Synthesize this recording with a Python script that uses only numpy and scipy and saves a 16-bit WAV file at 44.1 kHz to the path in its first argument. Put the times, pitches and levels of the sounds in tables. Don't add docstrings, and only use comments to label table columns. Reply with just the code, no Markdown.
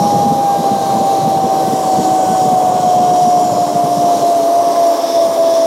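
import sys
import numpy as np
from scipy import signal
from scipy.fft import rfft, irfft, next_fast_len
from scipy.io import wavfile
from scipy.ndimage import uniform_filter1d, minimum_filter1d, map_coordinates

SR = 44100
rng = np.random.default_rng(int(sys.argv[2]) if len(sys.argv) > 2 else 0)


def transcribe(signal):
    frames = np.atleast_2d(signal).T
    limited = np.clip(frames, -1, 1)
    pcm = np.round(limited * 32767).astype(np.int16)
    wavfile.write(sys.argv[1], SR, pcm)


N = 249606


def amp(db):
    return 10 ** (np.asarray(db) / 20)


def unit(x):
    return x / np.sqrt(np.mean(x ** 2) + 1e-20)


def seconds():
    return np.arange(N) / SR


def noise():
    return rng.standard_normal(N)


def curves(rows):
    s, *columns = np.transpose(rows)
    return [np.interp(seconds(), s, column) for column in columns]


def wobble(rate):
    points = rng.standard_normal(int(N * rate / SR) + 4)
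    return map_coordinates(points, [np.arange(N) * rate / SR])


def swells(rows, fall_share=0.41):
    t = seconds()
    fall = np.clip(fall_share, .05, .95)
    total = np.zeros(N)
    for s, length, height in rows:
        side = length * np.where(t > s, fall, 1 - fall)
        total += height * .5 ** (((t - s) / side) ** 2)
    return total


def filtered(x, response):
    m = next_fast_len(N + SR // 2)
    hz = np.fft.rfftfreq(m, 1 / SR)
    return irfft(rfft(x, m) * response(hz), m)[:N]


def coloured(x, spectrum):
    f, db = np.transpose(spectrum)
    return unit(filtered(x, lambda hz: amp(np.interp(np.log(hz + 1), np.log(f), db))))


def ringing(x, modes):
    def peaks(hz):
        return sum(amp(db) / (1 + ((hz - centre) / width * 1.22) ** 2) for centre, width, db in modes)
    return unit(filtered(x, peaks))


def patchy_noise(patchy_db):
    z = signal.stft(noise(), nperseg=512)[2]
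    field = uniform_filter1d(rng.standard_normal(z.shape), size=7, axis=0)
    field = uniform_filter1d(field, size=36, axis=1)
    return signal.istft(z * amp(patchy_db * unit(field)), nperseg=512)[1][:N]


def partials(rows, phase):
    return sum(amp(db) * np.sin(multiple * phase + waver * wobble(25)) for multiple, db, waver in rows)


# time in seconds, level in dB before a 4 dB lift.
WIND_LEVEL = [(0, -25.5), (.3, -28), (.8, -31), (2.5, -30.5), (3.6, -30), (4.25, -34.5), (4.45, -43),
              (4.7, -37), (4.97, -54), (5.28, -38.5), (5.66, -47.5)]
# frequency in Hz, relative strength in dB per Hz.
BUFFET_COLOUR = [(20, -17), (40, -13), (62, -12), (90, -11), (125, -2), (165, 0.5), (215, 0.5), (300, -12),
                 (450, -31), (900, -42), (2500, -66)]
# time in seconds, level in dB before a 0.5 dB lift.
EDDY_THUMPS = [(0.136, -14), (0.263, -11.5), (0.319, -10.5), (0.602, -18), (.725, -14), (0.961, -17),
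               (1.012, -17), (1.278, -15.5), (1.452, -15), (1.681, -18.5), (1.734, -16), (1.998, -12.5),
               (2.302, -16), (2.456, -18), (2.53, -17), (2.873, -21), (3.012, -17.5), (3.112, -21),
               (3.277, -16.5), (3.853, -18.5), (4.043, -18.5)]
# frequency in Hz, relative strength in dB per Hz.
THUMP_COLOUR = [(20, -30), (80, -13), (125, -9), (170, 2), (230, 3.5), (320, -11), (450, -6), (900, -39),
                (2500, -58)]
LUMP_DB, GUST_DB = 3, 2


def wind():
    lumps = amp(LUMP_DB * wobble(50) + GUST_DB * wobble(15))
    air = amp(curves(WIND_LEVEL)[0] + 4.0) * coloured(lumps * noise(), BUFFET_COLOUR)
    turbulence = coloured(noise(), THUMP_COLOUR)
    for s, db in EDDY_THUMPS:
        swell = np.exp(-((seconds() - s) / 0.012) ** 2)
        thump = swell * turbulence
        air += amp(db + 0.5) * thump * np.linalg.norm(swell) / np.linalg.norm(thump)
    return air


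# time in seconds, level in dB before a 6 dB cut.
CABLE_FLAWS = [(4.7617, -15.5)]
# frequency in Hz, width in Hz, relative strength in dB.
PLATE_RING = [(1700, 430, 3), (2399, 500, -6), (3200, 450, -7)]


def ticks():
    out = np.zeros(N)
    for s, db in CABLE_FLAWS:
        t = np.maximum(seconds() - s, 0)
        decay = amp(-60 * t / 0.011) * (t > 0)
        out += amp(db - 6) * decay * ringing(noise(), PLATE_RING)
    return out


# time in seconds, pitch in Hz, level in dB.
SQUEAK_PATH = [(4.72, 1043, -52), (4.745, 1022, -30), (4.795, 1024, -27), (4.815, 951, -35),
               (4.835, 850.5, -27), (4.86, 820, -59)]


def squeak():
    hz, db = curves(SQUEAK_PATH)
    t = seconds()
    sounding = (t > SQUEAK_PATH[0][0]) & (t < SQUEAK_PATH[-1][0])
    tone = np.sin(2 * np.pi * np.cumsum(hz) / SR + 0.28 * wobble(80))
    return sounding * amp(db) * unit(tone)


# time in seconds, level of the cable rumble in dB, level of the pulley rattle in dB.
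ROLL_LEVELS = [(0, -19.5, -27.5), (.6, -21, -27.5), (1.1, -19.5, -26.5), (2.25, -19, -26.5),
               (3.7, -20.5, -27), (4.8, -20, -26), (5.66, -23.5, -28.5)]
# frequency in Hz, relative strength in dB per Hz.
CABLE_COLOUR = [(100, -55), (190, -48), (245, -5.5), (290, -0.5), (400, -1.5), (520, 0.5), (640, 5.5),
                (760, -0.5), (900, -14), (1300, -37), (2500, -54)]
# frequency in Hz, relative strength in dB per Hz.
RATTLE_COLOUR = [(500, -20.5), (800, 0.5), (950, -1.5), (1120, -3), (1250, -11.5), (1380, -18),
                 (1600, -18.5), (1900, -24.5), (3000, -23.5), (6000, -47)]


def rumble():
    cable_db, rattle_db = curves(ROLL_LEVELS)
    cable = amp(cable_db + 1.22 * wobble(30)) * coloured(noise(), CABLE_COLOUR)
    rattle = amp(rattle_db + 1.1 * wobble(45)) * coloured(noise(), RATTLE_COLOUR)
    return cable + rattle


# time in seconds, level in dB.
HISS_LEVEL = [(0, -39), (0.35, -40.5), (0.55, -39), (0.8, -39.5), (1.15, -38.5), (1.45, -40), (1.97, -36),
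              (2.3, -38.5), (2.6, -40), (3.3, -40), (3.55, -39), (3.8, -40.5), (4.15, -37.5), (4.5, -38),
              (4.7, -38), (5.66, -38)]
# frequency in Hz, relative strength in dB per Hz.
STEEL_COLOUR = [(800, -14), (1650, -5), (2000, 0.5), (2450, -8), (3200, 1), (4700, 2.5), (6300, 4.5),
                (7600, -0.5), (8900, 2), (10000, 0.5), (11500, 0.5), (13000, -3), (14400, -10),
                (15700, -13.5)]
# frequency in Hz, width in Hz, relative strength in dB.
FLANGE_RING = [(3370, 480, -14), (5400, 770, -2.5), (5740, 410, -2.5)]
TREAD_TONES = [(3210, 180, -7), (6920, 340, -5), (7820, 930, -12)]
GROOVE_RING = [(3750, 230, -7), (4100, 530, -1)]
# time in seconds, dB over the shared level.
FLANGE_LEVEL = [(0, 4.5), (.6, 0.5), (1.2, 1.5), (1.9, -1), (2.9, 5), (4.2, 2), (5.66, -0.5)]
TREAD_LEVEL = [(0, -2), (1.6, -2), (2.2, 3), (3.2, 3.5), (3.5, 1), (4.2, -2), (4.9, -17), (5.66, -9)]
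GROOVE_LEVEL = [(0, -1.5), (1.2, 0.5), (1.7, -6), (2.5, -8), (2.9, -2), (4.5, -8), (5.66, -16)]
# loudest moment in seconds, length in seconds, level in dB.
FLANGE_SCRAPES = [(4.754, 0.29, -39), (5.124, 0.25, -28.5), (5.56, 0.37, -32)]
# frequency in Hz, width in Hz, relative strength in dB.
SCRAPE_RING = [(1898, 480, -12.5), (3560, 380, -3), (5393, 550, 1.5)]
ROLLING_DB = 4.5


def hiss(phase):
    rolling = amp(ROLLING_DB) * coloured(patchy_noise(patchy_db=1.9), STEEL_COLOUR)
    flange = amp(curves(FLANGE_LEVEL)[0]) * ringing(patchy_noise(patchy_db=1.8), FLANGE_RING)
    tread = amp(curves(TREAD_LEVEL)[0]) * ringing(patchy_noise(patchy_db=1.9), TREAD_TONES)
    groove = amp(curves(GROOVE_LEVEL)[0]) * ringing(patchy_noise(patchy_db=1.0), GROOVE_RING)
    steady = amp(curves(HISS_LEVEL)[0]) * (rolling + flange + tread + groove)
    scrape_gain = swells([(s, length, amp(db)) for s, length, db in FLANGE_SCRAPES])
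    scrape = scrape_gain * ringing(noise(), SCRAPE_RING)
    uneven_db = 0.5 * wobble(9) + 0.47 * wobble(40) + 0.22 * wobble(300)
    strand_pulse_db = 0.52 * np.sin(phase)
    return amp(uneven_db + strand_pulse_db) * (steady + scrape)


# time in seconds, level of the whine in dB.
WHINE_LEVEL = [(0, -12.5), (1.5, -14), (2.3, -12.5), (3.3, -10), (3.8, -11.5), (4.8, -10.5), (5.66, -10)]
# time of the extreme in seconds, length in seconds, change of the whine in dB.
PULLEY_SHIFTS = [(.37, 0.024, -3), (.635, 0.063, -5.5), (.85, 0.081, -5), (1.1, 0.032, 2),
                 (1.23, 0.036, -3.5), (1.5, 0.048, -2), (1.81, .14, -4), (1.96, .07, 2),
                 (2.035, 0.068, -4.5), (2.265, .035, -3), (2.8, .1, -2.5), (3.555, 0.073, -5),
                 (3.732, .11, -8), (3.905, 0.039, -4.5), (3.99, .04, -7), (4.21, 0.043, -11),
                 (4.31, 0.078, 1), (4.48, .09, -1.5), (4.61, .04, 2), (4.67, 0.026, -2), (4.76, .05, -5.5),
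                 (4.87, .08, 1.5), (4.98, 0.047, -9), (5.029, 0.025, -15), (5.048, .016, 4.5),
                 (5.075, .025, -7.5), (5.125, 0.074, -6), (5.355, 0.077, -8.5), (5.43, .04, 1),
                 (5.615, .05, -1.5)]
# multiple of the strand rate, dB against the whine, waver in radians.
WEAK_PARTIALS = [(.5, -25, 0.19), (.605, -22, 0.77), (.88, -16.5, 1.67), (1.395, -29.5, 0.68),
                 (1.5, -28.5, 1.1), (3, -46, 0.42)]
# time in seconds, level of the whine's octave in dB.
OCTAVE_LEVEL = [(0, -54), (.65, -46.5), (1.3, -55), (1.6, -43), (1.9, -51), (2.35, -42), (2.6, -52),
                (3.4, -50), (5.66, -62)]
# time in seconds, level of the wheel hum in dB.
HUM_LEVEL = [(0, -38), (1.75, -34), (2.05, -24.5), (2.5, -36), (3.0, -35), (3.55, -28), (4.4, -30.5),
             (4.65, -34)]
# multiple of the strand rate, peak level in dB, waver in radians.
CHATTER_PARTIALS = [(.395, -35.5, 0.35), (.5, -33.5, 0.52), (.79, -30, .6), (1.5, -38.5, .6),
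                    (2.48, -46, 2.7)]
CHATTER_S = 4.44
FLUTTER, CHATTER_FLUTTER = 0.035, 0.039
SHIMMY_DB, SHIMMY_RAD = 0.7, .11
SNAP_BACK = 0.21


def whine(phase):
    chattering = np.clip((seconds() - CHATTER_S) / 0.31, 0, 1)
    level_db = curves(WHINE_LEVEL)[0] + swells(PULLEY_SHIFTS, SNAP_BACK) + SHIMMY_DB * wobble(30)
    flutter = FLUTTER + CHATTER_FLUTTER * chattering
    tone = np.sin(phase + SHIMMY_RAD * wobble(25) + flutter * wobble(90))
    tone *= np.exp(flutter * wobble(60))
    main = amp(level_db) * unit(tone + partials(WEAK_PARTIALS, phase))
    octave_db = curves(OCTAVE_LEVEL)[0] + 4.3 * wobble(7.8)
    octave = amp(octave_db) * unit(np.sin(2 * phase + 1.0 * wobble(25)))
    hum_db = curves(HUM_LEVEL)[0] + 1.4 * wobble(5.8)
    hum = amp(hum_db) * unit(np.sin(0.423 * phase + 0.39 * wobble(18)))
    return main + octave + hum + chattering * partials(CHATTER_PARTIALS, phase)


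# time in seconds, strands passing the pulley per second (Hz).
STRAND_RATE = [(0, 816), (0.85, 786.6), (1.1, 785), (1.45, 773), (2.0, 754.5), (2.2, 754), (2.4, 749.4),
               (2.8, 729.7), (3.17, 720.7), (3.5, 714.7), (3.68, 704.4), (4.3, 694), (4.43, 673),
               (4.53, 691), (4.7, 689.3), (4.98, 678.5), (5.5, 663.8), (5.66, 660.6)]
SWAY_HZ = 1.54


def scene():
    strand_hz = curves(STRAND_RATE)[0] + SWAY_HZ * wobble(12)
    phase = 2 * np.pi * np.cumsum(strand_hz) / SR
    background = wind() + ticks() + squeak() + rumble()
    return (background + hiss(phase) + whine(phase))[None]


TOP_HZ = 15900


def record(dry):
    def wind_filter(hz):
        cubed = (hz / 100) ** 3
        return cubed / np.hypot(1, cubed)
    x = filtered(dry[0], wind_filter)
    needed = np.minimum(1, amp(-3.5) / (np.abs(x) + 1e-9))
    gain = uniform_filter1d(minimum_filter1d(needed, size=260), size=200)
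    return filtered(x * gain, lambda hz: hz < TOP_HZ)[None]


dry = scene()
out = record(dry)
transcribe(out)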